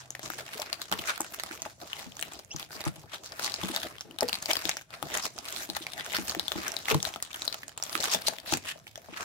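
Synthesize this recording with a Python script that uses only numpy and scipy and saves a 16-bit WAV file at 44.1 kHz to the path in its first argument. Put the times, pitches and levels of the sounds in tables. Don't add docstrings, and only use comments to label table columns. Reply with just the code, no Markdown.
import sys
import numpy as np
from scipy import signal
from scipy.io import wavfile

SR = 44100
rng = np.random.default_rng(int(sys.argv[2]) if len(sys.argv) > 2 else 0)


def dump_mix(stems):
    frames = np.atleast_2d(stems).T
    limited = np.clip(frames, -1, 1)
    pcm = np.round(limited * 32767).astype(np.int16)
    wavfile.write(sys.argv[1], SR, pcm)


def how_loud(loudness_db):
    steps = np.asarray(loudness_db, float) / 20
    return 10 ** steps


N = 407484

# (left over right, held within 13 dB)
SNAPS = [(0.1053, -20, 6760, 5.5), (0.151, -22, 1900, 2), (0.1941, -22.5, 1750, 5.5), (0.302, -21, 1340, 7),
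         (0.336, -22, 1630, -2), (0.388, -22, 1700, 1), (0.454, -41, 4480, -7), (0.49, -28.5, 1800, 3),
         (0.599, -20.5, 5160, 4.5), (0.6186, -15, 4000, 7), (0.7293, -13.5, 4520, 9),
         (0.7415, -41, 1300, 3), (0.817, -18, 3820, 4.5), (0.882, -37, 4380, 6), (0.916, -16, 1370, -4.5),
         (0.9253, -17, 3260, 3.5), (0.9386, -19, 1790, 4.5), (0.9912, -24, 2980, 8.5),
         (1.039, -25, 2110, 1), (1.075, -30, 2380, -13), (1.085, -30, 1410, -7), (1.178, -24, 1400, -4),
         (1.2066, -9, 7860, -3), (1.217, -21, 6850, -2), (1.246, -26, 1530, -0.5), (1.398, -18, 2070, -4.5),
         (1.436, -16, 1290, -3.5), (1.479, -43, 6500, 2), (1.512, -24.5, 1430, -6), (1.521, -32, 2180, -14),
         (1.62, -15.5, 6470, -2.5), (1.815, -29, 3930, 2), (1.9316, -19.5, 3000, 8),
         (1.998, -28.5, 3470, 7), (2.121, -33.5, 3190, 7.5), (2.1686, -25, 6500, -6),
         (2.1935, -23, 1700, -5), (2.2005, -25, 7800, 0.5), (2.2125, -25, 8050, 13),
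         (2.2261, -15, 3280, 6.5), (2.335, -28, 7600, 10.5), (2.391, -27.5, 4960, 3.5),
         (2.448, -38, 7100, -12.5), (2.563, -19.5, 6040, 4.5), (2.628, -24.5, 3370, 2.5),
         (2.648, -37, 5000, 2), (2.707, -32, 1470, 2), (2.8063, -21.5, 4700, -1.5), (2.814, -20, 3740, -2),
         (2.84, -20.5, 4000, 2.5), (2.8533, -19.5, 6400, -1), (2.963, -34, 3000, -2.5),
         (3.135, -36, 6900, 0), (3.139, -32, 2010, 13), (3.146, -30, 2080, 3), (3.257, -31, 4370, 6),
         (3.321, -24.5, 4970, 5), (3.3952, -17, 1330, 2.5), (3.413, -25, 2020, 1), (3.43, -19, 4400, 8),
         (3.4783, -20.5, 1940, 11), (3.498, -23, 4070, 2.5), (3.5205, -23, 4150, 11),
         (3.541, -12.5, 4950, 7.5), (3.561, -27, 4080, 4), (3.636, -20, 3260, 6.5), (3.685, -21.5, 1260, 5),
         (3.715, -30, 3560, -7), (3.748, -23, 3560, 4), (3.7625, -10, 3830, 6.5), (3.832, -19.5, 3440, 8.5),
         (3.949, -41, 1810, 3), (3.971, -47, 3000, 6), (3.983, -31.5, 3130, 8), (3.995, -49, 9000, 0),
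         (4.009, -18.5, 5600, 1), (4.1106, -34, 2980, 11), (4.187, -18.5, 3490, 8), (4.208, -10.5, 5250, 8),
         (4.2298, -16, 1900, -8.5), (4.2867, -14.5, 4600, -4.5), (4.294, -18.5, 2790, 2.5),
         (4.3298, -11.5, 4000, 11.5), (4.342, -15, 4370, 2.5), (4.354, -15.5, 4470, 2.5),
         (4.425, -18, 6560, 5), (4.4584, -13.5, 4700, 7), (4.488, -25, 2040, 2), (4.5071, -13, 2270, 6),
         (4.512, -9.5, 3070, 3), (4.5331, -7.5, 5030, 3), (4.555, -12.5, 3280, 2.5),
         (4.5684, -12.5, 4660, 3.5), (4.654, -12, 3700, 12), (4.676, -33, 3840, 8), (4.693, -5, 6500, 1.5),
         (4.714, -18, 3700, 3), (4.7693, -15, 5960, 1), (4.812, -30, 1500, 4.5), (4.906, -32.5, 1410, 7.5),
         (5.027, -16, 1220, 6.5), (5.116, -37, 3340, 2), (5.1407, -16.5, 7100, -3.5),
         (5.174, -12.5, 6300, 3.5), (5.238, -23, 5380, 1), (5.257, -26, 2310, 0), (5.266, -21, 3900, -6),
         (5.3799, -24.5, 1340, -3.5), (5.3871, -20, 5100, -5), (5.454, -25, 4070, 6),
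         (5.48, -35, 1310, -15), (5.526, -20.5, 6960, 5), (5.563, -23, 4100, -9), (5.691, -31, 4000, 4),
         (5.7, -16.5, 3950, 3.5), (5.75, -25, 4170, 9), (5.7665, -16, 1770, 5.5), (5.867, -19.5, 2310, -4),
         (5.9343, -23.5, 3770, 13), (5.979, -25, 1910, 7), (6.047, -23, 6000, 3.5), (6.063, -19.5, 1480, 3),
         (6.12, -28, 1780, -9), (6.129, -21, 7500, 7.5), (6.135, -21, 2110, 8), (6.284, -20.5, 8120, 3),
         (6.296, -12.5, 4420, -2), (6.3492, -18, 1280, 4), (6.396, -11.5, 3740, 8.5),
         (6.4815, -14, 3460, 10), (6.519, -12.5, 3320, 4), (6.5833, -38, 1630, 23), (6.6627, -31, 1660, 10),
         (6.681, -15.5, 6060, 8), (6.719, -18.5, 5740, -5.5), (6.742, -41, 1800, -3),
         (6.7664, -15, 3900, 6), (6.8561, -18, 3380, -2), (6.884, -12.5, 2130, 4), (6.9001, -20, 2580, -4),
         (6.913, -9, 2420, 4), (6.9452, -12.5, 1390, -2), (6.985, -41, 9000, -3), (7.003, -23, 3500, 1),
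         (7.0285, -12.5, 6430, 7), (7.052, -13.5, 3900, 18.5), (7.063, -26, 4000, -1),
         (7.1394, -22.5, 3300, -1.5), (7.1604, -20.5, 1280, 3.5), (7.202, -33, 2000, 5),
         (7.2254, -13, 7350, 2), (7.25, -30, 3440, 14), (7.3308, -28, 3670, 8.5),
         (7.3441, -20.5, 3100, 4.5), (7.359, -24.5, 9100, 1), (7.42, -17, 3900, 1), (7.452, -18, 8180, 4.5),
         (7.4789, -13, 4100, 13.5), (7.5264, -18, 4310, 2.5), (7.5437, -18.5, 1360, -5.5),
         (7.6328, -24, 1740, -5.5), (7.6814, -23, 7100, -0.5), (7.694, -33, 3040, -9),
         (7.718, -39, 1720, -2), (7.7766, -19, 7600, 1.5), (7.8, -30, 1300, 2), (7.8256, -13.5, 5730, -5.5),
         (7.837, -18.5, 7750, 8.5), (7.865, -26.5, 3360, 12), (7.8957, -20, 4850, -1.5),
         (7.929, -22, 4320, 4), (7.9532, -12, 1260, -9), (7.977, -20, 4180, 4), (8.004, -17, 4150, 17),
         (8.008, -19, 7500, 2), (8.027, -19, 5800, -0.5), (8.034, -15, 3640, 1.5),
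         (8.0404, -13.5, 7800, -6.5), (8.0554, -24, 3230, -14), (8.074, -21, 3700, 1),
         (8.102, -20, 5080, 6), (8.114, -16.5, 6900, -9.5), (8.122, -18, 6300, 0), (8.135, -15, 4940, -0.5),
         (8.145, -11, 6000, -2), (8.148, -13.5, 3380, 12), (8.22, -24.5, 4440, 5), (8.2832, -7, 6240, 12.5),
         (8.385, -24.5, 3260, 10), (8.401, -29, 4500, 6), (8.499, -28, 4040, -1), (8.524, -11, 1280, 8),
         (8.536, -9, 2400, 7.5), (8.547, -28.5, 1600, -4), (8.572, -13.5, 7250, -2), (8.641, -44, 2080, -7),
         (8.79, -40, 6000, -5), (8.869, -29.5, 2310, -3.5), (8.8784, -31, 3150, -4.5),
         (8.957, -26, 3300, -4.5), (8.9766, -31, 6070, 4)]

LEAD_S = .004
HANDS_LEFT_DB = 1.5


def rms_one(x):
    return x / np.sqrt(np.mean(x ** 2) + 1e-20)


def in_time(rows):
    s, *columns = np.transpose(rows)
    return [np.interp(np.arange(N) / SR, s, c) for c in columns]


def at_hz(points, hz):
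    points_hz, values = np.transpose(points)
    return np.interp(np.log(hz), np.log(points_hz), values)


def sides(pan_db):
    pan_db = np.clip(pan_db, -13, 13)
    return how_loud(np.array([[pan_db / 2], [-pan_db / 2]]))


def drift(rate_hz):
    r = np.exp(-80 * np.pi * rate_hz / SR)
    slow = signal.lfilter([1], [1, -2 * r, r * r], rng.standard_normal(N // 40 + 2002))
    slow = slow[2000:]
    return np.interp(np.arange(N) / 40, np.arange(len(slow)), rms_one(slow - slow.mean()))


def resonance(hz, width_hz):
    r = np.exp(-np.pi * width_hz / SR)
    return [(1 - r * r) / 2, 0, (r * r - 1) / 2], [1, -2 * r * np.cos(2 * np.pi * hz / SR), r * r]


def resonate(x, hz, width_hz):
    b, a = resonance(hz, width_hz)
    return signal.lfilter(b, a, x)


def add(out, s, sound):
    i = max(round(s * SR), 0)
    out[:, i:i + sound.shape[1]] += sound[:, :N - i]


def banded_noise(spectrum, patchy_db, flutter_db):
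    # pitch_hz, likeness (-1 opposite, 1 the same)
    likeness = [(60, 0.99), (130, 0.51), (290, 0.72), (640, 0.74), (1410, -0.37), (3100, 0.15),
                (6820, -0.074), (15000, 0.12)]
    out = 0
    edges = 30 * 2 ** np.arange(0, 9.6, .5)
    white = rng.standard_normal((2, 2, N))
    for k, (low, high) in enumerate(zip(edges, np.minimum(edges[1:], .45 * SR))):
        hz = np.sqrt(low * high)
        if at_hz(spectrum, hz) < -29:
            continue
        band = signal.butter(2, [low, high], "band", fs=SR, output="sos")
        mid, side = signal.sosfilt(band, white[k % 2])
        alike = np.clip(at_hz(likeness, hz), -1, 1)
        gain = how_loud(at_hz(spectrum, hz) + patchy_db * drift(11.7))
        out = out + gain * (np.sqrt(1 + alike) * mid + np.sqrt(1 - alike) * side * [[1], [-1]])
    flutter = drift(28.0) + 0.77 * drift(187)
    return rms_one(out * how_loud(flutter_db * flutter))


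def air():
    # (relative, per Hz)
    air_spectrum = [(18, -31), (30, -12.5), (131, 7), (204, -9.5), (1130, -28), (1630, -26.5), (2500, -18),
                    (5450, -32), (7270, -23), (16000, -33)]
    return how_loud(-62.5) * banded_noise(air_spectrum, patchy_db=2.5, flutter_db=1.0)


def hum():
    # (rms, before the last 0.12 s fade)
    hum_curve = [(0.0, 128, -60), (0.27, 126.2, -60), (0.6, 138, -64)]
    hz, db = in_time(hum_curve)
    fade = np.clip((hum_curve[-1][0] - np.arange(N) / SR) / 0.12, 0, 1)
    return np.sqrt(2) * how_loud(db) * fade * np.sin(2 * np.pi * np.cumsum(hz) / SR)


def movement():
    # time_s, level_db
    sliding_curve = [(0.0, -45), (0.063, -60.5), (0.55, -44.5), (0.89, -55), (1.0, -45.5), (1.45, -50),
                     (1.68, -52.5), (1.772, -62.5), (1.82, -49), (2.113, -56.5), (2.335, -44), (2.481, -70),
                     (2.69, -63), (2.73, -44), (2.93, -56), (2.99, -56.5), (3.11, -60.5), (3.2, -58),
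                     (3.263, -51), (3.55, -43), (3.86, -41), (4.0, -63.5), (4.176, -62), (4.3, -49.5),
                     (4.72, -41.5), (4.882, -79), (4.91, -57.5), (5.1, -44.5), (5.33, -57.5), (5.52, -39),
                     (5.62, -40), (5.68, -51.5), (5.92, -49.5), (6.25, -40.5), (6.4, -47.5), (6.6, -39.5),
                     (6.8, -46), (7.06, -48.5), (7.217, -56), (7.47, -45), (7.755, -63.5), (7.95, -36.5),
                     (8.14, -56), (8.21, -48), (8.25, -40), (8.32, -48), (8.435, -60.5), (8.56, -41),
                     (8.61, -63), (8.66, -47), (8.735, -57), (8.84, -64), (9.04, -63), (9.195, -47.5),
                     (9.24, -47)]
    # time_s of the peak, level_db, length_s, ring_hz of the free foil
    swishes = [(0.257, -41, 0.081, 3900), (0.408, -39.5, 0.038, 1360), (0.927, -30, 0.019, 3040),
               (1.081, -38.5, 0.15, 1430), (1.528, -39.5, 0.03, 2250), (1.657, -34, 0.022, 1300),
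               (1.99, -41, 0.17, 2070), (2.542, -51, 0.085, 3160), (2.61, -43, 0.087, 3440),
               (2.872, -38, 0.055, 1360), (3.147, -40.5, 0.057, 1620), (3.452, -35, 0.13, 4080),
               (3.748, -38, 0.071, 4100), (4.292, -39.5, 0.04, 3860), (4.505, -28, 0.041, 2170),
               (4.654, -39, 0.086, 3750), (4.94, -44, 0.075, 1340), (5.163, -33, 0.12, 1900),
               (5.253, -35, 0.044, 5130), (5.765, -29, 0.02, 1950), (5.996, -38, 0.11, 1900),
               (6.156, -32.5, 0.083, 3020), (6.302, -34, 0.045, 1750), (6.663, -35, 0.12, 1630),
               (6.903, -25.5, 0.047, 2750), (7.073, -39, 0.11, 3180), (8.042, -34.5, 0.15, 3170),
               (8.136, -31.5, 0.088, 4940), (8.514, -37, 0.1, 2640), (9.208, -38.5, 0.097, 1300)]
    rise_share, edge_db, roundness = 0.52, 14, 1.19
    settle_db, settle_s = -24, 0.008
    stall_share, stall_s = 0.35, 0.11
    t = np.arange(N) / SR
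    swish, octaves = 0, 0
    for s, db, length_s, hz in swishes:
        away = np.maximum((s - t) / rise_share, (t - s) / (1 - rise_share)) / length_s
        one = how_loud(2 * (db - edge_db * np.minimum(away ** roundness, 8)))
        swish = swish + one
        octaves = octaves + one * np.log2(hz)
    jolts = np.full(N, 1e-18)
    for s, db, hz, pan_db in SNAPS:
        jolts[int(s * SR)] = how_loud(2 * (db + settle_db))
    settling = signal.lfilter([1], [1, -np.exp(-2 / (settle_s * SR))], jolts)
    upcoming = (jolts > 1e-17)[::-1] + 1e-18
    ahead = signal.lfilter([1], [1, -np.exp(-1 / (stall_s * SR))], upcoming)[::-1]
    stall = np.clip(stall_share * np.minimum(ahead, 1), 0, .95)
    sliding = how_loud(2 * in_time(sliding_curve)[0]) * (1 - stall)
    power = sliding + swish + settling
    swishing = swish / power
    ring_hz = 2 ** (octaves / swish)
    treble_db = -2 + 4 * swishing * np.log2(ring_hz / 3000)
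    return 10 * np.log10(power), swishing, ring_hz, treble_db


def jerks():
    slips_per_s, slip_s, spread_db, smooth_share = 200, .001, 5, .5
    sizes = how_loud(spread_db * np.minimum(rng.exponential(1, N), 3))
    slips = sizes * (rng.random(N) < slips_per_s / SR)
    bursts = signal.lfilter([1], [1, -np.exp(-1 / (slip_s * SR))], slips + 1e-18)
    return smooth_share + (1 - smooth_share) * rms_one(bursts)


def foil_ring(x, hz):
    out, state = np.zeros_like(x), np.zeros((2, 2))
    for i in range(0, N, 256):
        b, a = resonance(hz[i], 0.12 * hz[i])
        out[:, i:i + 256], state = signal.lfilter(b, a, x[:, i:i + 256], zi=state)
    return out


def slide(hiss_db, swishing, ring_hz, treble_db):
    # (relative, per Hz)
    slide_spectrum = [(410, -27), (700, -32), (1120, 3.5), (1970, 1), (3550, -3), (4100, -21.5), (5060, 11),
                      (7110, -8.5), (14200, -9), (16000, -27)]
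    sheets = banded_noise(slide_spectrum, patchy_db=3.5, flutter_db=1.5) * jerks()
    low = rms_one(signal.sosfilt(signal.butter(4, 4500, "low", fs=SR, output="sos"), sheets))
    top = rms_one(signal.sosfilt(signal.butter(4, 4500, "high", fs=SR, output="sos"), sheets))
    low = low + swishing * how_loud(1.5) * foil_ring(low, ring_hz)
    hiss = low + how_loud(treble_db) * top * sides(-2.6)
    return how_loud(hiss_db - 1.5 * swishing) * hiss


def rub(hiss_db, swishing):
    # (relative, per Hz)
    rub_spectrum = [(35, -67), (60, 2.5), (103, -11), (238, -2), (318, -3.5), (463, -7), (666, -12.5),
                    (1090, -12), (1200, -27), (1560, -36), (2640, -120)]
    drag = banded_noise(rub_spectrum, patchy_db=3.0, flutter_db=3.0)
    cavity = how_loud(11 + 3 * drift(23.4)) * resonate(drag, hz=670, width_hz=120)
    level_db = -53 + 0.67 * (hiss_db + 48.5) - 1.5 * swishing
    return rms_one(drag + cavity) * how_loud(level_db)


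def crease(hz, pop_db, noise, lag, length_ms):
    alike = .6
    t = np.arange(noise.shape[1]) / SR - LEAD_S
    spread_s = 0.64 * (np.clip(length_ms, .7, 8) - .5) / 1000
    flip = np.where(t < 0, np.exp(t / (0.17 * spread_s)), np.exp(-t / (0.45 * spread_s)))
    shiver = np.where(t < 0, np.exp(t / 0.0003), np.exp(-t / 0.002))
    facet_hz = 2115 * 2 ** (0.45 * np.clip(noise[0, 0], -2, 2))
    kick = how_loud(5) * np.sign(noise[0, 1])
    noise = np.array([noise[0], alike * noise[0] + np.sqrt(1 - alike ** 2) * noise[1]])
    crack = noise * (flip + how_loud(-12.0) * shiver)
    crack[:, round(LEAD_S * SR)] += kick
    bright = signal.lfilter([1, -1], [1, -.8], crack)
    body = resonate(crack, hz, 0.13 * hz) * how_loud(27) + bright * how_loud(3.5)
    body = body + resonate(crack, facet_hz, 0.36 * facet_hz) * how_loud(13)
    body = body / np.abs(body).max(1, keepdims=True)
    pop = resonate(crack[0], hz=795, width_hz=212)
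    both = body + pop / np.abs(pop).max() * how_loud(pop_db)
    far = int(lag > 0)
    both[far] = np.roll(both[far], abs(lag))
    return both


def crackle(level_db, swishing):
    per_s, spread_db, slot = 120.0, 3.6, 44
    out, slots = np.zeros((2, N)), np.arange(0, N, slot)
    shapes = []
    for hz in np.geomspace(1600, 9000, num=96):
        pop_db, lag = rng.normal(-6.45, 4.3), rng.integers(-14, 18)
        shapes.append(crease(hz, pop_db, rng.standard_normal((2, 1200)), lag, length_ms=1.0))
    chance, size, which, place = rng.random((4, len(slots)))
    busy = per_s * how_loud(3.0 * drift(18) + 10 * swishing)[slots] * slot / SR
    for k in np.flatnonzero(chance < busy):
        db = level_db[slots[k]] + spread_db * min(-np.log(size[k] + 1e-9), 3)
        pan = sides(HANDS_LEFT_DB + 3.7 * (place[k] - .5))
        add(out, slots[k] / SR, how_loud(db) * pan * shapes[int(which[k] * len(shapes))])
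    return out


def snaps():
    out = np.zeros((2, N))
    noise = rng.standard_normal((len(SNAPS), 2, 1600))
    for (s, db, hz, pan_db), n in zip(SNAPS, noise):
        length_ms = 1.17 * (hz / 4000) ** -.25
        pop_db = -18.5 - 4.5 * np.log2(hz / 3000) - 3 * n[1, 0]
        lag = round(1.5 * pan_db)
        add(out, s - LEAD_S, how_loud(db) * sides(pan_db) * crease(hz, pop_db, n, lag, length_ms))
    return out


def knocks():
    # time_s, level_db (3 dB over the peak before panning),
    # low_hz and high_hz of the panels, high_db (high over low)
    blows = [(0.233, -39, 191, 334, 3), (0.3, -37, 269, 310, 17), (0.553, -37, 256, 440, 18),
             (0.595, -24, 252, 640, 30), (0.605, -29, 250, 657, 23), (0.615, -27, 250, 750, 30),
             (0.914, -29, 178, 287, -8), (0.924, -23.5, 276, 825, -21), (0.938, -37, 272, 434, 15),
             (0.988, -30, 156, 312, -2), (1.204, -19, 320, 956, 1.5), (1.509, -34.5, 270, 320, -3),
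             (1.661, -23.5, 300, 713, 10), (2.062, -33, 194, 257, -2), (2.544, -27.5, 147, 338, -5),
             (2.76, -39, 186, 390, -2), (2.865, -17, 147, 320, -15), (2.962, -40.5, 320, 649, -2),
             (2.978, -37, 147, 320, -15), (3.038, -35.5, 118, 278, -15), (3.136, -35, 128, 660, 4),
             (3.6, -39, 97, 147, -9), (3.633, -23, 215, 338, -11), (3.698, -25, 206, 283, 5),
             (4.049, -42, 188, 425, 0), (4.091, -44, 215, 306, 12), (4.2235, -13, 650, 730, -12),
             (4.226, -15.5, 248, 478, 0), (4.488, -25.5, 294, 630, -5.5), (4.498, -21, 333, 645, 23),
             (4.651, -27.5, 202, 347, 6), (5.033, -28, 158, 320, -9), (5.248, -33, 248, 815, 8),
             (5.69, -27.5, 208, 310, -4), (5.807, -36, 246, 320, 0), (5.995, -34, 190, 720, 5),
             (6.142, -28, 193, 716, 0), (6.185, -20.5, 210, 317, -9), (6.366, -27, 192, 304, 7),
             (6.556, -22.5, 167, 310, -6.5), (6.582, -27, 272, 320, 15), (6.882, -36, 155, 841, -7),
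             (6.913, -16, 266, 434, 7), (6.926, -19, 148, 464, -10), (6.945, -13.5, 560, 1000, -3),
             (6.947, -11, 148, 298, -5.5), (7.953, -30.5, 267, 352, 6), (8.146, -17, 228, 612, -1.5),
             (8.282, -16, 231, 677, 5.5), (8.3255, -30, 480, 706, 7), (8.3365, -33, 480, 790, 10),
             (8.525, -18.5, 143, 320, -6.5), (8.545, -25, 97, 289, 18), (8.758, -37, 274, 640, 1.5),
             (8.977, -33, 97, 646, 23), (9.086, -33.5, 220, 593, -7), (9.126, -38, 293, 315, -23)]
    # pitch_hz, level_db (relative), t60_s
    box = [(97, -7, 0.2), (118, -7, 0.1), (147, 0.5, 0.094), (188.3, 1, 0.14), (257, -6, 0.12),
           (320, 7, 0.044), (439.5, 1.5, 0.097), (489.6, -2.5, 0.14), (649, 12, 0.025), (722, -7, 0.067),
           (841, 18, 0.021), (990, 23.5, 0.0067), (1388, -28, .02), (1900, -19, .02)]
    panel_db_per_octave, other_modes_db = 50, -25
    out, t = np.zeros((2, N)), np.arange(9000) / SR
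    hz, db, t60 = np.transpose(box)[:, :, None]
    luck = rng.standard_normal((len(blows), 2, len(box), 1))
    for (s, level_db, low_hz, high_hz, high_db), (strength, apart) in zip(blows, luck):
        low = how_loud(-panel_db_per_octave * np.abs(np.log2(hz / low_hz)))
        high = how_loud(high_db - panel_db_per_octave * np.abs(np.log2(hz / high_hz)))
        gain = how_loud(db + 1.2 * strength) * (low + high + how_loud(other_modes_db))
        swell = 1 - np.exp(-t * hz / 0.94)
        decay = gain * how_loud(-60 * t / t60) * swell
        turn = 0.65 * apart * (hz > 120) + 2.0 * (hz > 120) * (hz < 220)
        ring = [(decay * np.sin(2 * np.pi * hz * t + side * turn)).sum(0) for side in (-.5, .5)]
        ring = np.array(ring)
        add(out, s, how_loud(level_db - 3.0) * sides(3.1) * ring / np.abs(ring).max())
    return out


def scrapes():
    # start_s and end_s of the full level, level_db, ring_hz
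    strokes = [(0.811, 0.847, -48.5, 3870), (0.992, 0.995, -33, 3050), (1.06, 1.131, -50, 3900),
               (1.088, 1.119, -32, 1460), (1.08, 1.108, -37, 2200), (2.596, 2.623, -49.5, 2430),
               (2.717, 2.768, -48, 4840), (3.125, 3.14, -49, 1980), (4.056, 4.158, -54, 297),
               (4.679, 4.68, -33, 3670), (5.226, 5.267, -37.5, 5250), (5.237, 5.262, -48, 1010),
               (5.574, 5.618, -44, 4000), (5.82, 5.843, -42.5, 3500), (5.868, 5.897, -50, 730),
               (5.973, 6.017, -49, 1930), (7.311, 7.318, -42, 2590), (7.923, 7.97, -40.5, 10600),
               (8.271, 8.287, -26.5, 4320), (8.472, 8.494, -39.5, 4230), (8.499, 8.537, -38.5, 3900),
               (8.674, 8.721, -38.5, 2770), (8.672, 8.725, -43.5, 1850), (8.674, 8.705, -51, 7100)]
    slips_per_s, rise_s, stop_s = 7000, 0.0078, .002
    t = np.arange(N) / SR
    slips = (rng.random((2, N)) < slips_per_s / SR) * rng.standard_normal((2, N))
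    out = np.zeros((2, N))
    for start, end, db, hz in strokes:
        part = slice(int(start * SR) - 400, int(end * SR) + 400)
        x, u = slips[:, part], t[part]
        x = x if hz > 1000 else x[[0, 0]]
        partner = resonate(x, min(2.38 * hz, .35 * SR), 0.086 * hz)
        ring = rms_one(resonate(x, hz, .14 * hz) + how_loud(-16.0) * partner)
        broad = rms_one(resonate(x, hz, 1.0 * hz))
        ring = rms_one(ring + how_loud(-7) * broad)
        held = np.clip(np.minimum((u - start) / rise_s, (end - u) / stop_s) + 1, 0, 1)
        add(out, u[0], how_loud(db) * held * ring)
    return out * sides(HANDS_LEFT_DB) * how_loud(2.5 * drift(120))


def squeak():
    # time_s, pitch_hz and level_db (fundamental's peak), about which both waver
    squeak_curve = [(2.505, 2640, -58), (2.515, 2790, -40), (2.527, 3210, -45.5), (2.545, 3280, -59)]
    hz, db = in_time(squeak_curve)
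    s = np.arange(N) / SR
    phase = 2 * np.pi * np.cumsum(hz * (1 + .052 * drift(640))) / SR
    octave = np.sin(2 * phase + [[0], [2.4]])
    tone = np.sin(phase + [[0], [1.3]]) + how_loud(2.5) * octave
    sounding = (s > squeak_curve[0][0]) * (s < squeak_curve[-1][0])
    return tone * how_loud(db + 5 * drift(150)) * sounding


def room(x):
    t60_s, level_db = 0.19, -14.5
    t = np.arange(int(.3 * SR)) / SR
    tail = rng.standard_normal((2, len(t))) * how_loud(-60 * t / t60_s) * (t > .003)
    tail = signal.lfilter([1], [1, -.4], tail)
    tail = tail / np.sqrt((tail ** 2).sum(1, keepdims=True))
    return how_loud(level_db) * signal.fftconvolve(x, tail, axes=1)[:, :N]


def scene():
    hiss_db, swishing, ring_hz, treble_db = movement()
    rubbing = slide(hiss_db, swishing, ring_hz, treble_db) + rub(hiss_db, swishing)
    creases = crackle(hiss_db + .5 * treble_db - 0.5, swishing) + snaps()
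    near = rubbing * sides(HANDS_LEFT_DB) + creases + knocks() + scrapes() + squeak()
    return near + room(near) + hum() + air()


def low_pass(x):
    return signal.sosfilt(signal.butter(12, 16970, fs=SR, output="sos"), x)


def record(dry):
    x = signal.sosfilt(signal.butter(2, 45, "high", fs=SR, output="sos"), dry)
    x = .85 * np.tanh(x / .85)
    x = signal.sosfilt(signal.cheby2(12, 70, 17100, fs=SR, output="sos"), x)
    return low_pass(x)


dry = scene()
out = record(dry)
dump_mix(out)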